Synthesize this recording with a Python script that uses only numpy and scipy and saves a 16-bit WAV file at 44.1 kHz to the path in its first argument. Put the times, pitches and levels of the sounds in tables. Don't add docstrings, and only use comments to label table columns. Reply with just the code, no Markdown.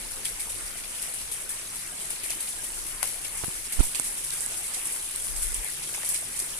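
import sys
import numpy as np
from scipy import signal
from scipy.fft import rfft, irfft, next_fast_len
from scipy.io import wavfile
from scipy.ndimage import uniform_filter1d

SR = 44100
rng = np.random.default_rng(int(sys.argv[2]) if len(sys.argv) > 2 else 0)


def store_wav(level_fs):
    pcm = np.round(np.clip(np.atleast_2d(level_fs), -1, 1) * 32767)
    wavfile.write(sys.argv[1], SR, pcm.T.astype(np.int16))


N = 290619
T = np.arange(N) / SR

HUM_HZ, HUM_WIDTH_HZ, HUM_DB = 146, 9, -62.5
HUM_START_S, HUM_RISE_S = 3.85, 0.4
BREEZE_DB, BREEZE_SWELL_DB = -57.5, 2.5
# [t/s, half length/s, level/dB, left minus right/dB]
GUST_TABLE = [(.12, 0.2, -47.5, -3), (.57, .15, -46.5, -4), (1.25, .15, -51, -3), (2.8, .2, -50, 7),
              (3.5, 0.26, -50, 1), (5.41, .14, -41.5, 18), (5.4, .05, -37, 20), (5.535, 0.04, -35.5, -12),
              (5.6, .03, -40, 0)]
# [t/s, peak pressure swing/full scale, half length/s, turbulence level/dB]
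PUFF_TABLE = [(0.649, 0.014, 0.0044, -57), (3.4396, 0.047, 0.0017, -40), (3.4836, 0.04, 0.0014, -44),
              (3.797, -0.05, 0.014, -52), (3.8003, -0.42, 0.0049, -30.5), (3.8075, 0.165, 0.0011, -31)]
# [t/s, level/dB, hardness of the contact f/Hz]
KNOCK_TABLE = [(3.4375, -8, 2000), (3.4437, -11, 3200), (3.4462, -14, 3200), (3.4817, -15, 380),
               (3.7925, -10, 1500), (3.8037, -7, 600), (3.8063, -2, 900)]
# [f/Hz, width/Hz, relative level/dB]
CASE_TONES = [(160, 60, 11), (262, 75, 9), (373, 130, -2), (674, 160, -5), (910, 180, -8), (1300, 260, -3)]
PHONE_HIT_S = 3.9983

# [f/Hz, level/dB per Hz]
WASH_SPECTRUM = [(30, -70), (70, -84), (105, -79.5), (150, -82), (220, -84), (400, -83.5), (700, -84),
                 (1200, -81), (2200, -78.5), (3500, -83.5), (6000, -87), (9000, -91), (14000, -91)]
# [t/s, level/dB]
DRIZZLE_LEVEL = [(0, -49), (1, -50.5), (1.8, -50), (2.6, -48.5), (3.6, -47), (4.2, -44.5), (5.3, -44.5),
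                 (6.6, -46.5)]
# [f/Hz, width/Hz, relative level/dB]
RAP_TONES = [(765, 190, -2.5), (1040, 540, -3.5), (1490, 250, -9), (1880, 220, -9)]
RAP_S = 3.0293

# [t/s, level/dB, pitch f/Hz,
# left minus right/dB]
TICK_TABLE = [(0.254, -20, 9000, 2), (.2549, -9.5, 3280, -4), (.406, -20, 4500, -1), (.56, -21, 300, 0),
              (.607, -20, 1450, 0), (1.027, -16, 12500, 5), (1.027, -22, 4500, -2), (1.038, -24, 12500, 6),
              (1.14, -20, 12500, 6), (2.105, -18, 10800, 3), (2.131, -22, 480, -2), (2.162, -21, 2100, 3),
              (2.305, -15.5, 6400, 0), (2.317, -21, 2200, 3), (2.4072, -22.5, 10400, 8),
              (3.0395, -19, 1100, 5), (3.0395, -22, 9500, 6), (3.7247, -14.5, 12600, 9),
              (3.7347, -19, 9000, 3), (3.839, -17, 2100, 4), (3.8398, -18.5, 1000, 6),
              (3.9547, -11, 4900, -6), (4.0725, -19.5, 8400, -6), (4.249, -19, 12500, 6),
              (4.306, -14.5, 3940, -4), (4.4066, -16.5, 8700, -4), (4.4623, -16, 8450, -9),
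              (4.746, -16, 4050, -8), (4.7462, -19, 8000, -10), (4.871, -19, 10300, 10),
              (4.962, -17, 1300, 0), (5.1604, -18, 8900, -3), (5.1604, -24, 12500, 6),
              (5.43, -22, 10300, 8), (5.544, -18, 8600, -7), (5.6453, -17.5, 11000, 16),
              (5.838, -21, 5200, -3), (5.892, -16.5, 1500, 4), (5.947, -18, 5600, -7),
              (6.021, -17, 1850, 6), (6.0322, -13, 1900, 4), (6.0903, -10, 11400, 6),
              (6.1003, -16, 11600, 0), (6.145, -14.5, 8100, 2), (6.147, -17, 2200, 2),
              (6.162, -16, 4900, -7), (6.3916, -16.8, 9900, 3), (6.4004, -13.5, 6000, -5),
              (6.4004, -19, 12200, 0), (6.406, -21, 1100, 0)]
TICK_CYCLES = 6.3
STRAY_DB, STRAY_LO_HZ, STRAY_HI_HZ, STRAY_PAN_DB = -28, 2500, 7500, 9

# [t/s, spray level/dB, leaf slap level/dB]
SPLAT_TABLE = [(0.247, -36, -34), (0.394, -38, -41), (0.495, -39.5, -45), (0.655, -41, -55),
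               (0.835, -50, -40), (1.016, -39, -44), (1.135, -40.5, -54), (1.313, -37, -42),
               (1.489, -37.5, -57), (1.735, -42, -52), (2.099, -37.5, -40), (2.232, -38, -40),
               (2.297, -37.5, -35), (2.402, -37, -42), (2.47, -41.5, -40.5), (2.635, -40, -55),
               (2.86, -41, -52), (3.027, -35, -35), (3.069, -39, -39), (3.243, -41, -39),
               (3.368, -39.5, -46), (3.44, -38.5, -43), (3.721, -37, -38), (3.791, -38, -35),
               (3.827, -33.5, -43), (3.945, -35, -33.5), (4.039, -37, -40), (4.17, -39, -59),
               (4.238, -39, -48), (4.321, -38, -40), (4.406, -37, -52), (4.565, -39, -50),
               (4.734, -37, -37), (4.849, -36, -47), (4.917, -38, -51), (5.15, -44, -48), (5.241, -37, -53),
               (5.36, -37, -51), (5.418, -34, -41), (5.539, -37, -44), (5.825, -45, -41),
               (5.938, -41.5, -34.5), (6.046, -34, -41), (6.09, -32.5, -45), (6.137, -34.5, -36),
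               (6.358, -38, -40), (6.389, -35, -47)]
DRIP_SPRAY_DB, DRIP_SLAP_DB, DRIP_SCATTER_DB = -45, -48.5, 1
# [t/s, left minus right/dB]
TREE_SIDE_PATH = [(0, 0), (3.4, 3), (3.8, -2.5), (5.3, -0.5), (6.6, -3.5)]

# [resonance f/Hz, width/Hz]
PORT_TABLE = [(10100, 880), (8570, 965)]
# [f/Hz, left level/dB, right level/dB]
BODY_SHADING = [(1000, 0, 0), (1600, -0.3, -2.7), (2200, .5, -1), (3240, -2, 0.04), (3940, -2.5, 0),
                (5500, 0.9, -1), (6650, 0.5, -0.4), (8360, -0.9, 0), (10000, 0, -1.1), (12000, -0.5, 0.5),
                (13900, 2.5, 1)]
TOP_HZ = 14300


def undb(db):
    return 10 ** (np.asarray(db) / 20)


def unit(x):
    return x / np.sqrt(np.mean(x ** 2))


def pan(db):
    gains = undb([[db / 2], [-db / 2]])
    return unit(gains)


def band(x, lo_hz, hi_hz, order=2):
    edges = [lo_hz, min(hi_hz, SR / 2.1)]
    return signal.sosfilt(signal.butter(order, edges, "band", fs=SR, output="sos"), x)


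def ring(x, hz, width_hz):
    return signal.lfilter(*signal.iirpeak(hz, hz / width_hz, fs=SR), x)


def walk(rate):
    k = int(SR / rate)
    steps = np.repeat(rng.standard_normal(N // k + 1), k)
    smooth = uniform_filter1d(uniform_filter1d(steps, k), k)
    return 1.42 * smooth[:N]


def add(out, s, sound):
    i = max(int(s * SR), 0)
    out[:, i:i + sound.shape[-1]] += sound[..., :max(N - i, 0)]


def impacts(rate, spread_db):
    out = np.zeros((2, N))
    when, size, side = rng.random((int(rate * N / SR), 3)).T
    strength = undb(-spread_db * np.log(np.maximum(size, 1 / 40)))
    push = strength * rng.choice([-1, 1], len(size))
    at = (when * N).astype(int)
    lag = ((side - 0.5) * 36).astype(int)
    np.add.at(out[0], at, push * np.cos(side * np.pi / 2))
    np.add.at(out[1], (at - lag) % N, push * np.sin(side * np.pi / 2))
    return unit(out)


def plips(count, lo_hz, hi_hz, cycles, spread_db):
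    out = np.zeros((2, N))
    t = T[:SR // 25]
    for when, pitch, size, length, side in rng.random((count, 5)):
        hz = lo_hz * (hi_hz / lo_hz) ** pitch
        turns = cycles * 4 ** (length - 0.5)
        db = -spread_db * np.log(max(size, 1 / 60))
        delay_s = np.array([[1 - side], [side]]) * 0.000591
        age = np.maximum(t - delay_s, 0) * hz
        tone = np.sin(2 * np.pi * age) * np.exp(-age / turns)
        add(out, when * N / SR, undb(db) * pan(12 * (side - 0.5)) * tone)
    return unit(out)


def burst(decay_s):
    t = T[:SR // 20]
    x = rng.standard_normal((2, len(t))) * np.exp(-t / decay_s)
    return x / np.linalg.norm(x, axis=1, keepdims=True)


def hum():
    half_hz = HUM_WIDTH_HZ / 2
    tone = unit(band(rng.standard_normal(N), HUM_HZ - half_hz, HUM_HZ + half_hz))
    return undb(HUM_DB) * tone * np.clip((T - HUM_START_S) / HUM_RISE_S, 0, 1)


def breeze():
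    power = undb(BREEZE_DB + BREEZE_SWELL_DB * walk(2.0)) ** 2
    for s, half_s, db, pan_db in GUST_TABLE:
        swell = np.exp(-((T - s) / half_s) ** 2)
        power = power + (pan(pan_db) * undb(db)) ** 2 * swell
    rumble = unit(band(rng.standard_normal((2, N)), 11.5, 45.3, order=3))
    return rumble * np.sqrt(power)


def puffs(eddy_hz=330, eddy_top_hz=1550, settle_hz=5, gap_hz=1400, gap_db=2, skirt_db=-13, skirt_s=0.028):
    out = np.zeros((2, N))
    eddies = band(rng.standard_normal(N), 120, eddy_hz, order=1)
    eddies = band(eddies, 60, eddy_top_hz, order=3)
    eddies = unit(eddies + undb(gap_db) * ring(eddies, gap_hz, 350))
    skirt = undb(skirt_db) * unit(band(rng.standard_normal(N), 79, 275))
    for s, swing, half_s, eddy_db in PUFF_TABLE:
        u = (T - s) / half_s
        out[1] += swing * u * np.exp((1 - u ** 2) / 2)
        eddy_swell = np.exp(-((T - s) / (half_s + 0.0021)) ** 2)
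        skirt_swell = np.exp(-((T - s) / skirt_s) ** 2)
        out[1] += undb(eddy_db) * (eddies * eddy_swell + skirt * skirt_swell)
    return signal.sosfilt(signal.butter(2, settle_hz, "high", fs=SR, output="sos"), out)


def case(blow):
    return sum(undb(db) * ring(blow, hz, width_hz) for hz, width_hz, db in CASE_TONES)


def knocks(contact_ratio=5.0):
    out = np.zeros((2, N))
    for s, db, contact_hz in KNOCK_TABLE:
        contact = band(-signal.unit_impulse(SR // 20), contact_hz / contact_ratio, contact_hz)
        body = case(contact)
        add(out, s, undb(db) * pan(-29) * body / np.linalg.norm(body))
    return out


def phone_hit(click_db=-8, port_db=-5, bright_db=-2, thud_db=-3, case_db=-3):
    out = np.zeros((2, N))
    blow = signal.unit_impulse(SR // 20)
    click = undb(click_db) * band(blow, 4000, 19000, order=1)
    click += undb(port_db) * ring(blow, 9300, 900)
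    click += undb(bright_db) * ring(blow, 15500, 3000)
    thud = undb(thud_db) * band(blow, 180, 2100, order=3) + undb(case_db) * case(blow)
    add(out, PHONE_HIT_S, pan(-26) * (click + thud))
    return out


def wash(flicker_db=2.0, alike_hz=520):
    size = next_fast_len(N)
    hz = np.maximum(np.fft.rfftfreq(size, 1 / SR), 1)
    points, db = np.transpose(WASH_SPECTRUM)
    alike = 0.92 / (1 + (hz / alike_hz) ** 4)
    mid, side = rfft(rng.standard_normal((2, size)))
    sound = mid * np.sqrt(1 + alike) + side * np.sqrt(1 - alike) * np.array([[1], [-1]])
    sound = sound * undb(np.interp(np.log(hz), np.log(points), db)) * np.sqrt(SR) / 2
    out = 0
    for k in np.arange(9, 29):
        share = np.maximum(1 - abs(2 * np.log2(hz) - k), 0)
        out = out + irfft(sound * share, size)[:, :N] * undb(flicker_db * walk(24.98))
    return out


def patter(pat_db=-58.5, plop_db=-59.0, plip_db=-54, leaf_db=-53):
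    pats = plips(count=1800, lo_hz=330, hi_hz=1570, cycles=1.23, spread_db=2.5)
    plops = plips(count=110, lo_hz=623, hi_hz=1500, cycles=1.8, spread_db=1.5)
    bright = plips(count=900, lo_hz=1400, hi_hz=6300, cycles=24.0, spread_db=2.5)
    taps = plips(count=650, lo_hz=2686, hi_hz=6590, cycles=8.9, spread_db=1.0)
    return undb(pat_db) * pats + undb(plop_db) * plops + undb(plip_db) * bright + undb(leaf_db) * taps


def drizzle(swell_db=1.0):
    db = np.interp(T, *np.transpose(DRIZZLE_LEVEL)) + swell_db * walk(28.02)
    crackle = band(impacts(rate=1400, spread_db=1.0), 5200, 21300, order=1)
    return unit(crackle) * undb(db)


def rap(crack_db=-6, bright_db=-3, body_db=8, tail_db=-2):
    out = np.zeros((2, N))
    blow = signal.unit_impulse(SR // 20) + undb(tail_db) * burst(decay_s=0.012)
    body = sum(undb(db) * ring(blow, hz, width_hz) for hz, width_hz, db in RAP_TONES)
    crack = undb(crack_db) * burst(decay_s=0.002)
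    crack += undb(bright_db) * band(burst(decay_s=0.00091), 12000, 18000)
    add(out, RAP_S, pan(5.3) * band(crack + undb(body_db) * body, 450, 17000))
    return out


def ticks(width_share=0.19, scatter_db=-9, click_db=-7, count=20):
    out = np.zeros((2, N))
    strays = []
    for when, pitch, side in rng.random((count, 3)):
        hz = STRAY_LO_HZ + pitch * (STRAY_HI_HZ - STRAY_LO_HZ)
        strays.append((when * N / SR, STRAY_DB, hz, STRAY_PAN_DB * (2 * side - 1)))
    for s, db, hz, pan_db in [*TICK_TABLE, *strays]:
        splash = burst(TICK_CYCLES / hz) + undb(scatter_db) * burst(decay_s=0.0083)
        snap = ring(splash, hz, hz * width_share)
        snap = snap / np.linalg.norm(snap, axis=1, keepdims=True)
        click = band(signal.unit_impulse(SR // 20), hz, hz * 2, order=1)
        click = click / np.linalg.norm(click)
        add(out, s, undb(db) * pan(pan_db) * (snap + undb(click_db) * click))
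    return out


def splats(rise_s=0.0022, spray_s=0.052, slap_s=0.03, count=33):
    spray_power, slap_power = np.zeros((2, N)), np.zeros((2, N))
    t = T[:SR // 3]
    onset = 1 - np.exp(-t / rise_s)
    drips = []
    for k, (late, size, leaf_size) in enumerate(rng.random((count, 3))):
        spray_db = DRIP_SPRAY_DB + DRIP_SCATTER_DB * (2 * size - 1)
        slap_db = DRIP_SLAP_DB + 2 * DRIP_SCATTER_DB * (2 * leaf_size - 1)
        drips.append(((k + late) * N / SR / count, spray_db, slap_db))
    for s, spray_db, slap_db in [*SPLAT_TABLE, *drips]:
        sides = pan(np.interp(s, *np.transpose(TREE_SIDE_PATH)))
        add(spray_power, s, (sides * undb(spray_db) * onset * np.exp(-t / spray_s)) ** 2)
        add(slap_power, s, (sides * undb(slap_db) * onset * np.exp(-t / slap_s)) ** 2)
    droplets = unit(band(impacts(rate=4500, spread_db=1.5), 6000, 21200, order=1))
    leaf = plips(count=6000, lo_hz=2003, hi_hz=7000, cycles=3.0, spread_db=2.0)
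    return np.sqrt(spray_power) * droplets + np.sqrt(slap_power) * leaf


def scene():
    phone_and_air = hum() + breeze() + puffs() + knocks() + phone_hit()
    rain = wash() + patter() + drizzle() + rap() + ticks() + splats()
    return phone_and_air + rain


def record(dry):
    size = next_fast_len(N + SR // 10)
    hz = np.maximum(np.fft.rfftfreq(size, 1 / SR), 1)
    points, *shades = np.transpose(BODY_SHADING)
    out = []
    for x, (port_hz, width_hz), shade_db in zip(dry, PORT_TABLE, shades):
        cavity = port_hz ** 2 / (port_hz ** 2 - hz ** 2 + 1j * hz * width_hz)
        shade = undb(np.interp(np.log(hz), np.log(points), shade_db))
        out.append(irfft(rfft(x, size) * cavity * shade, size)[:N])
    return signal.sosfilt(signal.ellip(12, 0.2, 80, TOP_HZ, fs=SR, output="sos"), out)


dry = scene()
out = record(dry)
store_wav(out)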